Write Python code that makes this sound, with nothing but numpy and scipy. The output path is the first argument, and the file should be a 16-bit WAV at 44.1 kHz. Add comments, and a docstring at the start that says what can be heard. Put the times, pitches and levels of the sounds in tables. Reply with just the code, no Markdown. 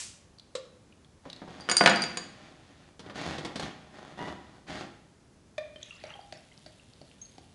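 """Gas hisses from under the cap of a beer bottle in a small living room, until the neck pops.
Cap and steel opener bounce on a wooden table, knocking the top and ringing the steel.
A leather armchair rubs, creaks and squeaks by stick-slip as the sitter fetches a glass.
Then the bottle glugs, each gulp ringing the air inside, and beer runs down the tilted glass,
trapping bubbles that ring under a fizzing head of foam."""
import sys
import numpy as np
from scipy import signal
from scipy.fft import rfft, irfft
from scipy.io import wavfile

SR = 44100
rng = np.random.default_rng(int(sys.argv[2]) if len(sys.argv) > 2 else 0)


def wav_record(signal):
    """Record a signal, one row per channel, as 16-bit PCM in the file named by sys.argv[1]."""
    frames = np.transpose(np.atleast_2d(signal))
    bounded = np.clip(frames, -1, 1)
    # unit amplitude maps onto the largest positive 16-bit level
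    quanta = np.round(bounded * 32767).astype(np.int16)
    wavfile.write(sys.argv[1], SR, quanta)


N = 332910
T = np.arange(N) / SR
AGE = T[:SR // 2]  # time axis of one short event
TOP_HZ = 11050


def amp(db):
    """Decibels to gain."""
    return 10 ** (np.asarray(db) / 20)


def unit(x):
    """Scale to rms 1."""
    return x / np.sqrt(np.mean(x ** 2))


def at_level(x, db):
    """Scale a short sound to the energy of 10 ms at the given level."""
    return x * amp(db) / np.sqrt(np.sum(x ** 2) / (SR / 100))


def at_hz(points, hz):
    """Read a (Hz, value) table on a log-frequency axis."""
    point_hz, value = np.transpose(points)
    return np.interp(np.log(np.maximum(hz, 1)), np.log(point_hz), value)


def colour(x, points, size=4096):
    """Minimum-phase filter with the given (Hz, dB) response."""
    hz = np.arange(size // 2 + 1) * SR / size
    cepstrum = irfft(np.log(amp(at_hz(points, hz))))
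    cepstrum[1:size // 2] *= 2
    cepstrum[size // 2 + 1:] = 0
    impulse = irfft(np.exp(rfft(cepstrum)))
    return signal.fftconvolve(x, impulse)[:len(x)]


def lowpass(x, hz):
    """Second-order low-pass."""
    return signal.sosfilt(signal.butter(2, min(hz, SR / 2 - 1), fs=SR, output="sos"), x)


def waver(hz, size):
    """Smooth random motion up to about hz, rms 1."""
    return unit(lowpass(rng.standard_normal(size), hz))


def since(start_s):
    """Seconds since the start, zero before it."""
    return np.maximum(T - start_s, 0)


def fade(t60_s, age=AGE):
    """Exponential decay."""
    return np.exp(-np.log(1000) * age / t60_s)


def swell(rise_s, age=AGE):
    """Exponential rise to 1."""
    return 1 - np.exp(-age / rise_s)


def ring(hz, t60_s, glide=0, age=AGE):
    """Damped mode, built up in a cycle or two; pitch climbs by the fraction glide as it dies."""
    bend = 1 + glide * np.minimum(age / t60_s, 1) / 2
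    return swell(1 / hz, age) * fade(t60_s, age) * np.sin(2 * np.pi * hz * age * bend)


def burst(t60_s):
    """Decaying white noise."""
    return rng.standard_normal(len(AGE)) * fade(t60_s)


def add(track, start_s, x):
    """Mix x into the track."""
    i = max(int(start_s * SR), 0)
    track[i:i + len(x)] += x[:max(N - i, 0)]


# Background spectrum. Each row: frequency in Hz, gain in dB.
AMBIENCE_EQ = [(12, -36.5), (25, -15), (45, -6.5), (80, 0.5), (200, -2.5), (350, -8.5), (700, -15),
               (1400, -20.5), (2800, -26), (6000, -26), (11000, -33)]
def ambience(level_db=-59):
    """Steady low rumble of the room."""
    return amp(level_db) * unit(colour(rng.standard_normal(N), AMBIENCE_EQ))


# Room decay. Each row: frequency in Hz, T60 in seconds.
ROOM_DECAY = [(120, 1), (500, 0.52), (2000, 0.68), (5000, 0.52), (10000, 0.38)]
# Reverb spectrum. Each row: frequency in Hz, gain in dB.
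ROOM_EQ = [(80, -4), (200, 3.5), (700, 1), (2000, -0.5), (5000, -1.5), (8000, -3), (11000, -8.5)]
def room(x, gap_s=0.0039, build_s=0.004):
    """Walls and floor answer after a few milliseconds; the treble dies first."""
    age = T[:SR * 3 // 2]
    spectrum = rfft(rng.standard_normal(len(age)))
    hz = np.arange(len(spectrum)) * SR / len(age)
    centres_hz = np.geomspace(60, 12000, 12)
    tail = 0
    for centre_hz, pick in zip(centres_hz, np.eye(len(centres_hz))):
        band = irfft(spectrum * at_hz(np.c_[centres_hz, pick], hz), len(age))
        tail = tail + band * fade(at_hz(ROOM_DECAY, centre_hz), age)
    onset = np.clip((age - gap_s) / build_s, 0, 1)
    tail = colour(tail * onset, ROOM_EQ)
    midrange = np.abs(rfft(tail))[(hz > 500) & (hz < 3000)]
    return signal.fftconvolve(x, tail / np.sqrt(np.mean(midrange ** 2)))[:N]


# Movements in the chair. Each row: start and length in seconds, level in dB, rasp offset in dB.
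MOVEMENTS = [(1.23, 0.23, -58.5, -1.5), (1.463, 0.56, -51, -3.5), (1.947, 0.54, -54.5, -2.5),
             (2.404, 0.48, -62, -1), (3.016, 0.082, -51, -11), (3.14, 0.21, -38.5, -3),
             (3.402, 0.12, -44.5, -10), (3.599, 0.062, -40.5, -2), (3.755, 0.82, -58.5, -4.5),
             (3.918, 0.21, -50, -7.5), (4.162, .15, -41.5, -9.5), (4.664, .15, -40, -4)]
def rub_envelopes(attack_s=0.029, release_s=0.018, settle_db=-6, settle_s=0.074):
    """Body and rasp gains: each movement starts, holds, stops and leaves the upholstery settling."""
    body_power = rasp_power = 0
    settle = amp(settle_db)
    for start_s, length_s, db, rasp_db in MOVEMENTS:
        attack = np.minimum(since(start_s) / attack_s, 1)
        after_s = since(start_s + length_s)
        release = (1 - settle) * np.exp(-after_s / release_s) + settle * np.exp(-after_s / settle_s)
        power = (amp(db) * attack * release) ** 2
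        body_power += power
        rasp_power += power * amp(rasp_db) ** 2
    return np.sqrt(body_power), np.sqrt(rasp_power)


# Spectra of the leather and its grain. Each row: frequency in Hz, gain in dB.
LEATHER_EQ = [(40, -25), (75, 0.5), (130, -3), (290, -0.5), (450, -4.5), (800, -5.5), (1000, -5.5),
              (1350, -5.5), (2000, -11.5), (3200, -37)]
GRAIN_EQ = [(900, -21.5), (1500, -0.5), (1930, 0), (2950, -4.5), (3700, -5), (4500, -6), (5900, -13.5),
            (6500, -11.5), (7200, -16.5), (11000, -31)]
# Chair frame modes. Each row: frequency in Hz, bandwidth in Hz, gain in dB.
FRAME_MODES = [(232, 410, -3.5), (355, 50, 0.5), (642, 30, 0), (750, 76, 1.5), (827, 61, 0.5),
               (1046, 39, -7.5), (1850, 130, -6), (3490, 340, -12.5)]
def leather_rub(slip_hz=130, scatter_db=4, drag_db=-3, frame_db=-7, body_db=-1, grain_db=-2):
    """Leather sticks and slips unevenly, shaking the upholstered frame; its grain adds a rasp."""
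    timing, force = rng.standard_normal((2000, 2)).T
    gaps_s = np.exp(0.4 * timing) / slip_hz
    slips = np.zeros(N)
    for start_s, size in zip(np.cumsum(gaps_s), amp(scatter_db * force)):
        add(slips, start_s, np.array([size]))
    friction = unit(unit(slips) + amp(drag_db) * rng.standard_normal(N))
    modes = sum(amp(db) * width_hz * ring(hz, np.log(1000) / (np.pi * width_hz))
                for hz, width_hz, db in FRAME_MODES)
    frame = unit(signal.fftconvolve(friction, modes)[:N])
    body = unit(unit(colour(friction, LEATHER_EQ)) + amp(frame_db) * frame)
    rasp = unit(colour(friction + 1.7 * rng.standard_normal(N), GRAIN_EQ))
    body_gain, rasp_gain = rub_envelopes()
    return amp(body_db) * body_gain * body + amp(grain_db) * rasp_gain * rasp


# Sudden slips. Each row: start in seconds, level in dB, cut-off in Hz.
LEATHER_SLIPS = [(1.2537, -41, 1390), (1.4177, -39, 1300), (1.476, -41.5, 1280), (2.994, -43.5, 5940),
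                 (3.062, -43, 2500), (3.098, -40.5, 2530), (3.382, -35.5, 4900), (3.449, -33.5, 5430),
                 (3.5574, -32, 5440), (3.596, -32.5, 5500), (3.627, -37.5, 4900), (4.207, -36.5, 1200),
                 (4.28, -39, 2970)]
def leather_creaks(t60_s=0.11):
    """Each sudden slip of the leather gives a snap of noise."""
    snap_eq = [(60, -10), (180, 6.5), (800, -1), (1400, -6.5),
               (2800, -9.5), (3600, -4), (7000, -11), (11000, -11.5)]
    out = np.zeros(N)
    for start_s, db, cutoff_hz in LEATHER_SLIPS:
        snap = colour(burst(t60_s), snap_eq)
        add(out, start_s, at_level(lowpass(snap, cutoff_hz), db))
    return out


def leather_squeak(start_s=4.175, attack_s=0.027, t60_s=0.6, level_db=-40.5,
                   steady_hz=986, scoop_hz=80, scoop_s=0.029, jitter=0.0196, jitter_hz=153):
    """The sitter leans back: fast, unsteady stick-slip gives a rough pitch that climbs and levels."""
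    age = since(start_s)
    hz = steady_hz - scoop_hz * np.exp(-age / scoop_s)
    phase = 2 * np.pi * np.cumsum(hz * (1 + jitter * waver(jitter_hz, N))) / SR
    tone = unit(np.sin(phase) + amp(-4) * np.sin(2 * phase) + amp(-10) * np.sin(3 * phase))
    envelope = np.minimum(age / attack_s, 1) * fade(t60_s, age)
    return amp(level_db) * envelope * tone


# Metal ticks. Each row: start in seconds, level in dB, centre in Hz.
CAP_TICKS = [(.385, -55, 4800), (.397, -51.5, 4400), (.924, -60.5, 2860), (1.046, -61.5, 3587),
             (1.3, -44.5, 4113), (1.33, -43, 4100), (1.362, -53, 4320)]
def cap_ticks(t60_s=0.018, skirt_db=-16):
    """Cap and opener tick together in the hand."""
    out = np.zeros(N)
    for start_s, db, hz in CAP_TICKS:
        peak_eq = [(hz / 8, -28), (hz / 1.4, skirt_db), (hz, 0), (hz * 1.3, skirt_db), (hz * 2, -28)]
        add(out, start_s, at_level(colour(burst(t60_s), peak_eq), db))
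    return out


# Leak spectrum. Each row: frequency in Hz, gain in dB.
HISS_EQ = [(600, -16), (1500, -9.5), (3100, -3.5), (4000, -4), (6500, 1), (8500, -0.5), (11000, -10.5)]
def gas_hiss(level_db=-36.5, t60_s=0.41):
    """Gas leaks under the lifted cap, dying away as the pressure falls."""
    return amp(level_db) * fade(t60_s, T) * unit(colour(rng.standard_normal(N), HISS_EQ))


# Gas puff spectrum. Each row: frequency in Hz, gain in dB.
PUFF_EQ = [(300, -30), (1100, -7), (2400, -14), (3900, -4.5), (4500, -11.5), (6200, -13), (8500, -15.5),
           (11000, -33)]
def neck_pop(start_s=0.5518, neck_hz=520, neck_db=-31, neck_t60_s=0.051, puff_db=-36, puff_t60_s=0.081):
    """The cap lets go: gas bursts out and rings the air in the neck."""
    out = np.zeros(N)
    add(out, start_s, at_level(ring(neck_hz, neck_t60_s), neck_db))
    add(out, start_s, at_level(colour(burst(puff_t60_s), PUFF_EQ), puff_db))
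    return out


# Table top modes. Each row: frequency in Hz, gain in dB, T60 in seconds.
TABLE_MODES = [(198, -8, 0.13), (347, -6.5, .12), (510, -2, 0.066), (703, -3.5, 0.059), (702, -3.5, 0.15),
               (998, -8.5, 0.07), (1243, -3, 0.063), (1458, 2.5, 0.065), (1740, -2.5, 0.069),
               (2080, -1.5, 0.02), (2201, -1.5, .05), (2550, 1, .03), (2934, 0.5, .06), (3300, -2.5, 0.036)]
# Impact spectrum. Each row: frequency in Hz, gain in dB.
KNOCK_EQ = [(30, -26), (90, -16.5), (200, 2.5), (380, -3.5), (720, 3), (1000, -0.5), (1500, -1),
            (2900, -3.5), (4000, -2.5), (7000, -6.5), (11000, -9)]
def table_knock(contact_hz, crack_t60_s=0.011, thud_t60_s=0.05, modes_db=-6, low_cut_ratio=0.043):
    """One blow on wood: a soft contact has less treble, a light hard one hardly moves the low modes."""
    board = sum(rng.choice([-1, 1]) * amp(db) * ring(hz, t60_s) for hz, db, t60_s in TABLE_MODES)
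    crack = at_level(burst(crack_t60_s), 0)
    thud = at_level(burst(thud_t60_s), 0)
    impact = colour(crack + thud, KNOCK_EQ)
    wood = lowpass(at_level(impact, 0) + at_level(board, modes_db), contact_hz)
    low_cut = signal.butter(1, low_cut_ratio * contact_hz, "high", fs=SR, output="sos")
    return signal.sosfilt(low_cut, wood)


# Opener modes. Each row: frequency in Hz, gain in dB, T60 in seconds, group (0 low, 1 middle, 2 high).
OPENER_MODES = [(4736, -1.5, 0.1, 0), (4816, -9, .1, 0), (5780, -16.5, 0.022, 0), (6150, -16, 0.066, 0),
                (6790, -5, 0.068, 1), (7260, -13, 0.027, 1), (8730, -6.5, 0.013, 2), (9100, -7.5, 0.042, 2)]
# Bounces. Each row: start in seconds, wood level in dB, contact cut-off in Hz, steel gain in dB,
# strike place (0 rings the low modes, 1 the middle ones).
BOUNCES = [(1.607, -59.5, 3080, -45.5, 0.074), (1.6888, -26.5, 3200, -42.5, 0.35),
           (1.697, -28.5, 4913, -27, .17), (1.714, -25, 5476, -21, 0.76),
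           (1.7679, -30.5, 11040, -15.5, 0.23), (1.783, -41.5, 8710, -28.5, 0.28),
           (1.809, -14, 1647, -30.5, .15), (1.838, -24.5, 2300, -32.5, 0.14),
           (1.8599, -10.5, 4436, -30, 0.28), (1.875, -14.5, 3283, -30, .15),
           (1.896, -27, 4260, -29.5, 0.67), (1.914, -27.5, 2250, -41, 0.78), (1.9593, -47, 3703, -31, 0.21),
           (2.0201, -51, 3240, -26, 0.1), (2.038, -33, 4500, -35.5, 0.91), (2.1721, -33, 4770, -30.5, 0.64)]
def clatter(chatter_depth=0.46, chatter_hz=200, hard_contact_hz=5000, detune=0.0007):
    """Each bounce knocks the table and rings the steel, which chatters against the wood."""
    out = np.zeros(N)
    for start_s, wood_db, contact_hz, steel_db, place in BOUNCES:
        add(out, start_s, at_level(table_knock(contact_hz), wood_db))
        angle = place * np.pi / 2
        hardness = 1 / (1 + (hard_contact_hz / contact_hz) ** 2)  # sharp contacts wake the high modes
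        group_gains = np.cos(angle), np.sin(angle), hardness
        for hz, db, t60_s, group in OPENER_MODES:
            chatter = 1 + chatter_depth * waver(chatter_hz, len(AGE))
            mode = ring(hz * (1 + detune * rng.standard_normal()), t60_s)
            add(out, start_s, group_gains[group] * at_level(chatter * mode, db + steel_db))
    return out


# Air pocket modes. Each row: frequency ratio, gain in dB.
CAVITY_MODES = [(1, -6.5), (1.95, -9.5), (3.03, -4.5), (3.8, -28), (4.03, -2.5), (5.95, -8), (7, -18)]
# Thump spectrum. Each row: frequency in Hz, gain in dB.
THUMP_EQ = [(70, -11), (150, 5.5), (280, 5.5), (420, 1.5), (650, 16), (1000, -12.5), (1900, 2), (2600, -10),
            (4600, -0.5), (6000, -9.5), (11000, -24.5)]
# Gulps of air. Each row: start in seconds, ring level in dB, cavity pitch in Hz, thump level in dB.
GULPS = [(5.5799, -31.5, 599, -37), (5.7585, -48.5, 601, -57), (6.038, -44, 616, -46),
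         (6.324, -39.5, 654, -44), (6.6619, -51, 654, -48.5), (7.014, -54, 709, -53),
         (7.3816, -50, 738, -54.5)]
def glugs(first_t60_s=0.069, late_t60_s=0.011, neck_fill_s=0.34, overtone_life=0.25, glide=0.0068,
          swell_s=0.0072, thump_t60_s=0.037, slosh_hz=262, slosh_t60_s=0.0093, slosh_db=-54.5):
    """Each gulp rings the bottle's air pocket and thumps the beer, which sloshes back."""
    out = np.zeros(N)
    for start_s, ring_db, hz, thump_db in GULPS:
        # the ring shortens as beer fills the neck
        unfilled = np.exp((GULPS[0][0] - start_s) / neck_fill_s)
        t60_s = late_t60_s + (first_t60_s - late_t60_s) * unfilled
        cavity = sum(amp(db) * ring(hz * ratio, t60_s * (overtone_life if i else 1), glide)
                     for i, (ratio, db) in enumerate(CAVITY_MODES))
        add(out, start_s, at_level(cavity * swell(swell_s), ring_db))
        add(out, start_s, at_level(colour(burst(thump_t60_s), THUMP_EQ), thump_db))
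        add(out, start_s, at_level(ring(slosh_hz, slosh_t60_s), slosh_db))
    return out


POUR_S, SPLASH_FROM_S = 5.55, 5.95  # the bottle tips; surges, gulp splashes and stray drips can begin

# Fizz spectrum. Each row: frequency in Hz, gain in dB.
FOAM_EQ = [(1500, 1.5), (3500, 12.5), (5500, 4.5), (8000, 3.5), (11000, 2.5)]
def foam(bursts_per_s=1400, grow_s=0.3, level_db=-66, scatter_db=1.5):
    """Tiny bubbles burst in the growing head."""
    clicks = (rng.random(N) < bursts_per_s / SR) * rng.standard_normal(N)
    clicks *= amp(scatter_db * np.minimum(rng.exponential(size=N), 4))
    growth = np.minimum(since(POUR_S) / grow_s, 1)
    return amp(level_db) * growth * unit(colour(clicks, FOAM_EQ))


def bubble(hz, t60_s, db, age=AGE, glide=0.011, swell_s=0.00082):
    """Trapped air rings with a slightly rising pitch."""
    return at_level(ring(hz, t60_s, glide, age) * swell(swell_s, age), db)


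# Distinct bubbles and drops. Each row: start in seconds, level in dB, pitch in Hz, T60 in seconds.
SINGLE_BUBBLES = [(5.76, -49, 3120, .045), (5.828, -44, 3370, .025), (5.828, -47, 3730, 0.014),
                  (5.831, -47, 6370, 0.0027), (5.9077, -44.5, 2730, .025), (6.104, -49.5, 2820, .008),
                  (6.103, -54, 1310, .02), (6.138, -48, 3180, 0.024), (6.152, -45.5, 812, 0.32),
                  (6.191, -45.5, 755, 0.02), (6.5152, -59.5, 2080, .036), (6.577, -56, 4900, 0.0013),
                  (6.936, -59, 4400, .0015), (7.1142, -59.5, 2750, 0.0027), (7.215, -41.5, 6440, 0.13)]
def plinks(splash_hz=4560, splash_t60_s=0.02, splash_offset_db=-7,
           drip_hz=3830, drip_t60_s=0.0089, drip_db=-65, spread=0.216, scatter_db=6.5, drips=12):
    """Single bubbles ring in the glass, with a splash at each later gulp and faint stray drips."""
    out = np.zeros(N)
    for start_s, db, hz, t60_s in SINGLE_BUBBLES:
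        add(out, start_s, bubble(hz, t60_s, db))
    for start_s, _, _, thump_db in GULPS:
        if start_s > SPLASH_FROM_S:
            add(out, start_s, bubble(splash_hz, splash_t60_s, thump_db + splash_offset_db))
    starts_s = rng.uniform(SPLASH_FROM_S, GULPS[-1][0], drips)
    for start_s, (loud, pitch) in zip(starts_s, rng.standard_normal((drips, 2))):
        hz = drip_hz * np.exp(spread * pitch)
        add(out, start_s, bubble(hz, drip_t60_s, drip_db + scatter_db * min(loud, 1)))
    return out


# First gush, digging ever larger bubbles. Each row: time in seconds, level in dB, typical pitch in Hz.
FIRST_GUSH = [(5.8, -60, 3100), (5.98, -60, 2840), (6.12, -51.5, 1960), (6.22, -76, 1130)]
def flow(trickle_db=-88, trickle_hz=2915, surge_db=-57.5, surge_peak_s=0.021, db_per_thump_db=4.1):
    """Stream gain and typical bubble pitch: a trickle, the first gush, a surge after each later gulp."""
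    times_s, gush_db, gush_hz = np.transpose(FIRST_GUSH)
    gushing = (T >= times_s[0]) & (T < times_s[-1])
    power = amp(trickle_db) ** 2 + gushing * amp(np.interp(T, times_s, gush_db)) ** 2
    later_gulps = [(start_s, db) for start_s, _, _, db in GULPS if start_s > SPLASH_FROM_S]
    strongest_db = max(db for _, db in later_gulps)
    for start_s, thump_db in later_gulps:
        progress = since(start_s) / surge_peak_s
        peak = amp(surge_db + db_per_thump_db * (thump_db - strongest_db))
        power += (peak * progress * np.exp(1 - progress)) ** 2
    return np.sqrt(power), np.where(gushing, np.interp(T, times_s, gush_hz), trickle_hz)


def stream(count=3000, spread=0.459, cycles=40, cycles_spread=0.25, scatter_db=6.5):
    """Beer running down the glass traps bubbles of all sizes."""
    bubbles, age = np.zeros(N), AGE[:SR // 20]
    gain, typical_hz = flow()
    starts_s = rng.uniform(POUR_S, T[-1], count)
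    for start_s, (pitch, loud, life) in zip(starts_s, rng.standard_normal((count, 3))):
        hz = np.clip(typical_hz[int(start_s * SR)] * np.exp(spread * pitch), 500, TOP_HZ)
        t60_s = cycles * np.exp(cycles_spread * life) / hz  # short lives splash, long ones sing
        add(bubbles, start_s, bubble(hz, t60_s, scatter_db * min(loud, 2), age))
    return gain * bubbles / np.std(bubbles[T > POUR_S])


def scene(cap_wet_db=-6, table_wet_db=-4, chair_wet_db=-5, beer_wet_db=-4):
    """All sources share one room; both channels are the same."""
    cap = gas_hiss() + cap_ticks() + neck_pop()
    table = clatter()
    chair = leather_rub() + leather_creaks() + leather_squeak()
    beer = glugs() + stream() + foam() + plinks()
    reverb = room(amp(cap_wet_db) * cap + amp(table_wet_db) * table
                  + amp(chair_wet_db) * chair + amp(beer_wet_db) * beer)
    return np.tile(cap + table + chair + beer + reverb + ambience(), (2, 1))


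def record(dry):
    """Round the loudest peaks and cut the top."""
    rounded = 0.95 * np.tanh(dry / 0.95)
    return signal.sosfilt(signal.ellip(10, 0.2, 85, TOP_HZ, fs=SR, output="sos"), rounded)


dry = scene()
out = record(dry)
wav_record(out)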